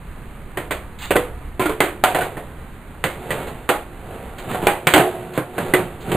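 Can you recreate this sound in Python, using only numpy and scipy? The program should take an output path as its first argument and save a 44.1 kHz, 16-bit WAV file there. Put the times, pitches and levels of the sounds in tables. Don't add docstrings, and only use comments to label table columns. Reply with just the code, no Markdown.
import sys
import numpy as np
from scipy import signal
from scipy.fft import rfft, irfft
from scipy.io import wavfile
from scipy.ndimage import uniform_filter1d

SR = 44100
rng = np.random.default_rng(int(sys.argv[2]) if len(sys.argv) > 2 else 0)


def pcm_store(signal):
    levels = np.round(np.clip(np.atleast_2d(signal), -1, 1) * 32767)
    wavfile.write(sys.argv[1], SR, levels.astype(np.int16).T)


N = 271651


def amp(db):
    return 10 ** (np.asarray(db) / 20)


def unit_rms(x):
    return x / np.sqrt(np.mean(x ** 2) + 1e-20)


def unit_energy(x):
    return x / np.sqrt(np.sum(x ** 2, axis=-1, keepdims=True) + 1e-20)


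def at_hz(points, hz):
    points_hz, values = np.transpose(points)
    return np.interp(np.log(hz + 1), np.log(points_hz + 1), values)


def add(mix, start_s, sound):
    part = mix[..., round(start_s * SR):][..., :sound.shape[-1]]
    part += sound[..., :part.shape[-1]]


def convolve(x, response):
    return signal.fftconvolve(np.atleast_2d(x), np.atleast_2d(response), axes=1)[:, :x.shape[-1]]


def colour(x, db_at, size=4096):
    hz = abs(np.fft.fftfreq(size, 1 / SR))
    log_gain = np.log(amp(np.maximum(db_at(hz), -100)))
    response = np.fft.ifft(np.exp(np.conj(signal.hilbert(log_gain)))).real
    return convolve(x, response[:size // 2])


def drift(length, smooth_samples):
    noise = rng.standard_normal(length)
    return unit_rms(uniform_filter1d(uniform_filter1d(noise, smooth_samples), smooth_samples))


def ringing(modes, t, spread_db):
    draws = rng.standard_normal((len(modes), 2))
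    total = np.zeros(len(t))
    for (hz, db, t60_s), (deviation, phase) in zip(modes, draws):
        mode = np.sin(2 * np.pi * (hz * t + phase)) * amp(-60 * t / t60_s)
        total += amp(db + spread_db * deviation) * unit_energy(mode)
    return unit_energy(total)


# (frequency [Hz], coherence [0-1])
COHERENCE = [(100, .975), (500, .975), (1000, .88), (2000, .74), (4000, .5)]

def diffuse(length):
    mid, side = rfft(rng.standard_normal((2, length)))
    coherence = np.clip(at_hz(COHERENCE, np.fft.rfftfreq(length, 1 / SR)), 0, 1)
    mid *= np.sqrt((1 + coherence) / 2)
    side *= np.sqrt((1 - coherence) / 2)
    return irfft(np.array([mid + side, mid - side]), length)


# (frequency [Hz], relative density [dB])
WASH_SPECTRUM = [(20, -13.5), (70, -3), (150, -1), (300, -8), (600, -13.5), (1200, -14.5), (2200, -20),
                 (3500, -28.5), (5000, -32)]
BREEZE_SPECTRUM = [(5, -9.5), (20, -11), (33, -3), (45, -11), (70, -9), (110, -22), (300, -36.5),
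                   (1000, -84)]
# (time [s], level [dB])
RUMBLE_LEVEL = [(0, -35.5), (1.55, -33), (2.0, -39), (2.7, -37.5), (4.6, -38.5), (5.1, -52), (5.7, -45),
                (6.16, -35)]

def outdoors(wash_db=-38.5, waver_db=0.5):
    wash_gain = amp(wash_db + waver_db * drift(N, smooth_samples=3000))
    wash = unit_rms(colour(diffuse(N), lambda hz: at_hz(WASH_SPECTRUM, hz)))
    rumble_gain = amp(np.interp(np.arange(N) / SR, *np.transpose(RUMBLE_LEVEL)))
    rumble = unit_rms(colour(diffuse(N), lambda hz: at_hz(BREEZE_SPECTRUM, hz)))
    return wash_gain * wash + rumble_gain * rumble


def contact(chatter_s, touch=4.3, rise_s=.0005, side_db=-11, size=4096):
    t = np.arange(size) / SR
    burst = rng.standard_normal((2, size)) * np.exp(-t / chatter_s) * (1 - np.exp(-t / rise_s))
    burst[0, round(rise_s * SR)] += touch
    spectrum = rfft(burst, 2 * size)
    local_power = uniform_filter1d(abs(spectrum) ** 2, size=41, axis=1)
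    flat = irfft(spectrum / np.sqrt(local_power))[:, :size]
    mid, side = flat * np.cos(np.pi / 2 * t / t[-1])
    side = amp(side_db) * signal.lfilter(*signal.butter(1, 1200, "high", fs=SR), side)
    return unit_energy(np.array([mid + side, mid - side]))


# (frequency [Hz], relative level [dB], t60 [s])
DECK_MODES = [(172, -8, .1), (309, 0, .3), (370, -1, .35), (437, -3, .25), (492, -4, .2), (582, -7, .2),
              (675, -5, .22), (731, -1, .3), (812, -7, .16), (1032, -2, .22), (1388, -2, .2),
              (1507, -2, .22), (1870, -3, .18), (2293, -1, .24), (2653, 0, .28), (2913, -1, .22),
              (3073, 0, .28), (3269, 1, .26), (3424, 0, .26), (3536, 1, .26)]

def deck(t, spread_db, damping_db_per_s=0):
    return unit_energy(ringing(DECK_MODES, t, spread_db) * amp(-damping_db_per_s * t))


# (frequency [Hz], t60 [s])
PATIO_DECAY = [(100, 0.19), (300, 0.31), (700, 0.39), (1800, 0.31), (3200, 0.35), (5000, 0.29)]
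# (frequency [Hz], relative level [dB], t60 [s])
PATIO_MODES = [(295, 1.8, 1), (352.2, 11.2, 1), (431, 5.1, .7), (498, 7, 0.55), (568, 7, 0.64), (725, 5, 1)]

def patio(t, build_s=0.0054, modes_db=-24):
    hz, frame_s, bands = signal.stft(diffuse(len(t)), SR, nperseg=256)
    decay = amp(-60 * frame_s / at_hz(PATIO_DECAY, hz)[:, None])
    tail = signal.istft(bands * decay, SR, nperseg=256)[1][:, :len(t)]
    echoes = unit_energy(tail * (1 - np.exp(-t / build_s)))
    return echoes + amp(modes_db) * ringing(PATIO_MODES, t, spread_db=1.0)


def hump(hz, centre_hz, relative_width):
    return 1 / (1 + ((hz - centre_hz) / (relative_width * centre_hz)) ** 2) - .2


# (frequency [Hz], relative density [dB])
KNOCK_SPECTRUM = [(30, -19), (80, -5.5), (140, 1), (220, -2), (340, 1.5), (520, 1.5), (760, -1),
                  (1000, -2.5), (2100, -6), (3200, -12.5), (4200, -16.5), (5500, -15)]

def knock_colour(x, tilt_db_per_oct, thud_db, body_hz, body_db, clack_hz,
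                 clack_db=1.5, hollow_db=2.0, thud_hz=145, pivot_hz=970):
    def gain_db(hz):
        tilt = tilt_db_per_oct * np.log2(np.clip(hz, 150, 3500) / pivot_hz)
        thud = thud_db * hump(hz, thud_hz, .4)
        broad = body_db * hump(hz, body_hz, .35) + clack_db * hump(hz, clack_hz, .35)
        hollow = hollow_db * (hump(hz, body_hz, .1) + hump(hz, clack_hz, .1))
        return at_hz(KNOCK_SPECTRUM, hz) + tilt + thud + broad + hollow

    mean_power = np.mean(amp(at_hz(KNOCK_SPECTRUM, np.linspace(0, SR / 2, 2048))) ** 2)
    return colour(x, gain_db) * np.sqrt(SR / mean_power)


CONTACT_KINDS = { "end": (366, 1.2, 2, -2), "held": (490, 2.5, -2, -4.5), "deck": (306, 2, -2, -1.5),
                 "edge": (590, 2, 2, -2), "truck": (438, 3.5, 0, -2), "wheel": (733, 6.5, -4, -2.5),
                 "slam": (738, 7, 5, -2), "slap": (520, -1, 9, -2), "tail": (815, 2.5, -3, -2),
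                 "foot": (172, 3, 3, -2)}
# (time [s], contact kind, relative level [dB], chatter decay [s],
# tilt [dB/oct], clack pitch [Hz], body and clack ring [dB])
BLOWS = [ (0.5723, "end", -34.8, .013, -.4, 1844, -9), (0.7081, "edge", -33.3, .019, 1.8, 1995, -8.5),
         (1.1066, "held", -26.6, .014, -.7, 2710, -7), (1.156, "held", -28.3, .011, -1.8, 1500, -7),
         (1.1648, "held", -32.5, .005, 2, 1960, -1), (1.595, "end", -31.3, .018, 0, 1028, -4),
         (1.615, "end", -34.5, .05, 1.2, 2290, -6), (1.656, "deck", -33, 0.012, -.2, 1390, -4),
         (1.694, "truck", -36.2, .017, -.2, 1032, -3.5), (1.804, "deck", -24.3, 0.0047, 0.37, 2060, -4.5),
         (2.038, "slam", -24.3, .008, 3, 1385, -3), (2.147, "wheel", -31.5, .03, 1.2, 1878, -5),
         (2.185, "wheel", -38.5, .01, 1, 1505, -.5), (2.208, "wheel", -36, 0.12, 1.8, 1477, -2),
         (2.369, "edge", -42, 0.038, -1.9, 1810, -5.5), (3.0395, "slap", -28.8, 0.0094, 1.9, 2000, -4.5),
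         (3.305, "edge", -33, 0.026, 1.2, 1920, -4.5), (3.6904, "tail", -25.7, 0.012, .6, 1370, -6.5),
         (4.545, "wheel", -39.5, 0.016, -1.5, 1384, -3.5), (4.627, "end", -43.5, 0.0059, -3.3, 1035, 1),
         (4.669, "tail", -24.7, .004, .6, 2400, -4), (4.8696, "slap", -23.3, 0.0048, 2.8, 2230, -13),
         (4.9374, "deck", -20.5, .0069, 1.7, 3073, -3), (4.96, "wheel", -30.5, .014, -1.8, 1507, .5),
         (4.978, "tail", -28, 0.0086, -.6, 1810, -11), (4.998, "truck", -29.8, 0.009, -1.2, 1520, -3.5),
         (5.376, "slap", -32, .01, -2.1, 1534, -5), (5.58, "edge", -34.3, 0.016, 0, 1545, -4.5),
         (5.59, "foot", -43.5, .015, -3, 1380, -8), (5.7369, "end", -25.2, .008, .2, 1985, 2),
         (5.792, "foot", -37, 0.011, -3, 1380, -8), (6.08, "foot", -46, .04, -5.5, 1380, -8),
         (6.117, "end", -34, 0.0097, .2, 3073, -2), (6.148, "truck", -36.5, .013, -5.3, 1390, -9)]

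def knocks(gain_db=-3.5, deck_db=-12, body_ring_db=-14, clack_ring_db=-12,
           body_t60_s=.28, clack_t60_s=.1, pair_ratio=1.0346):
    out, t = np.zeros((2, N)), np.arange(SR * 3 // 4) / SR
    for start_s, kind, db, chatter_s, tilt_db_per_oct, clack_hz, ring_db in BLOWS:
        body_hz, body_db, thud_db, echo_db = CONTACT_KINDS[kind]
        knock = amp(echo_db) * patio(t) + amp(deck_db) * deck(t, spread_db=3.5, damping_db_per_s=90)
        body = ringing([(body_hz, 0, body_t60_s)], t, spread_db=0)
        nose_and_tail = [(clack_hz, 0, clack_t60_s), (clack_hz * pair_ratio, -3, clack_t60_s)]
        clack = ringing(nose_and_tail, t, spread_db=0)
        knock += amp(ring_db) * (amp(body_ring_db) * body + amp(clack_ring_db) * clack)
        add(knock, 0, contact(chatter_s))
        knock = knock_colour(knock, tilt_db_per_oct, thud_db, body_hz, body_db, clack_hz)
        add(out, start_s, amp(db + gain_db) * knock)
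    return out


def grit(grains_per_s, spread_db):
    sizes = amp(spread_db * np.minimum(rng.exponential(1, N), 4))
    signs = rng.choice([-1, 1], N)
    hits = rng.random(N) < grains_per_s / SR
    return unit_rms(sizes * signs * hits)


# (frequency [Hz], relative density [dB])
SCUFF_SPECTRUM = [(100, -19.5), (400, -11), (900, 4.5), (2300, -1), (3500, 0.5), (5000, -4)]
# (time [s], length [s], level [dB], tilt [dB/oct])
SLIDES = [(0.982, 0.047, -27.5, 3), (1.013, .055, -24, 2), (2.03, 0.0082, -28, -7),
          (3.465, 0.034, -35, -2.5), (4.379, 0.032, -30.5, 1), (4.482, 0.1, -30, -4.5),
          (4.608, 0.1, -28, -5.5), (5.327, 0.057, -34, -3), (5.645, 0.081, -29, -6.5),
          (6.003, 0.035, -31.5, 4.5)]

def scuffs(echo_db=-3):
    out, grains = np.zeros((1, N)), grit(grains_per_s=4500, spread_db=-1)
    for start_s, length_s, db, tilt_db_per_oct in SLIDES:
        stroke = grains[round(start_s * SR):][:round(length_s * SR)]
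        stroke = colour(stroke, lambda hz: at_hz(SCUFF_SPECTRUM, hz) + tilt_db_per_oct * np.log2(hz + 1))
        envelope = signal.windows.tukey(stroke.shape[1], .5)
        add(out, start_s, amp(db) * unit_rms(stroke) * envelope)
    return out + amp(echo_db) * convolve(out, patio(np.arange(SR // 2) / SR))


# (peak time [s], level [dB], 20 dB swell [s], 20 dB fade [s])
RUNS = [ (2.11, -28, 0.055, 0.45), (3.39, -25.5, .34, 0.31), (4.15, -34.3, 0.31, 0.76),
        (4.51, -24.5, .12, .17), (4.65, -24.3, 0.14, .12), (4.96, -17.5, .035, .085),
        (5.07, -30, 0.45, 0.55), (5.63, -24.5, 0.14, .38), (6.16, -19.5, .15, .3)]

def wheel_load(rounding=1.18):
    t, power = np.arange(N) / SR, np.zeros(N)
    for peak_s, db, swell_s, fade_s in RUNS:
        from_peak = np.minimum(abs(t - peak_s) / np.where(t < peak_s, swell_s, fade_s), 10)
        power += amp(db - 20 * from_peak ** rounding) ** 2
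    return np.sqrt(power)


# (frequency [Hz], relative density [dB])
ROLL_SPECTRUM = [(65, -40.5), (110, 2), (156, 1.5), (298, -3.5), (471, 2), (569, -5), (656, -0.5),
                 (844, -2.5), (928, -10), (1420, -11.5), (1590, -13), (3560, -21.5), (4800, -27.5),
                 (6240, -65), (10600, -120)]

def rolling(deck_db=-15, echo_db=-1):
    t = np.arange(SR // 2) / SR
    response = amp(echo_db) * patio(t) + amp(deck_db) * deck(t, spread_db=4)
    response[:, 0] += 1
    shaking = convolve(grit(grains_per_s=900, spread_db=2.0), response)
    rumble = colour(shaking, lambda hz: at_hz(ROLL_SPECTRUM, hz))
    return unit_rms(rumble) * wheel_load()


# (time [s], rms level over 1 s [dB])
LANDING_RING = (4.96, -27)
# (frequency [Hz], relative level [dB], t60 [s])
WHEEL_TRUCK_MODES = [(362.2, 1, 1.4), (366, -7, .6), (420, -23, 0.45), (660, 3.5, 0.93), (740, -7, 1.2),
                     (806, 4.5, 0.34)]

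def wheel_song(waver_depth=0.4):
    out, t = np.zeros(N), np.arange(SR) / SR
    start_s, db = LANDING_RING
    waver = 1 + waver_depth * drift(SR, smooth_samples=900)
    song = ringing(WHEEL_TRUCK_MODES, t, spread_db=-2.5) * waver
    add(out, start_s, amp(db) * unit_rms(song))
    return out


def scene():
    return outdoors() + knocks() + scuffs() + rolling() + wheel_song()


# (frequency [Hz], gain [dB])
INPUT_LOWPASS = [(3000, -1), (4000, -1.5), (4600, -6), (5000, -14.5), (5400, -34), (5900, -60), (7000, -82)]
# (frequency [Hz], left minus right [dB])
BALANCE = [(100, -1.5), (300, -2.5), (550, -1.9), (1000, -1.5), (2000, -4.5), (4000, -3)]

def record(dry, hold_samples=4, cutoff_hz=15500):
    filtered = np.vstack([colour(x, lambda hz: at_hz(INPUT_LOWPASS, hz) + side * at_hz(BALANCE, hz))
                          for x, side in zip(dry, (.5, -.5))])
    sampled = np.clip(filtered[:, ::hold_samples], -1, 1)
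    stepped = np.repeat(sampled, hold_samples, axis=1)[:, :N]
    lowpass = signal.firwin(127, cutoff_hz, window=("kaiser", 7), fs=SR)
    return signal.oaconvolve(stepped, lowpass[None], "same")


dry = scene()
out = record(dry)
pcm_store(out)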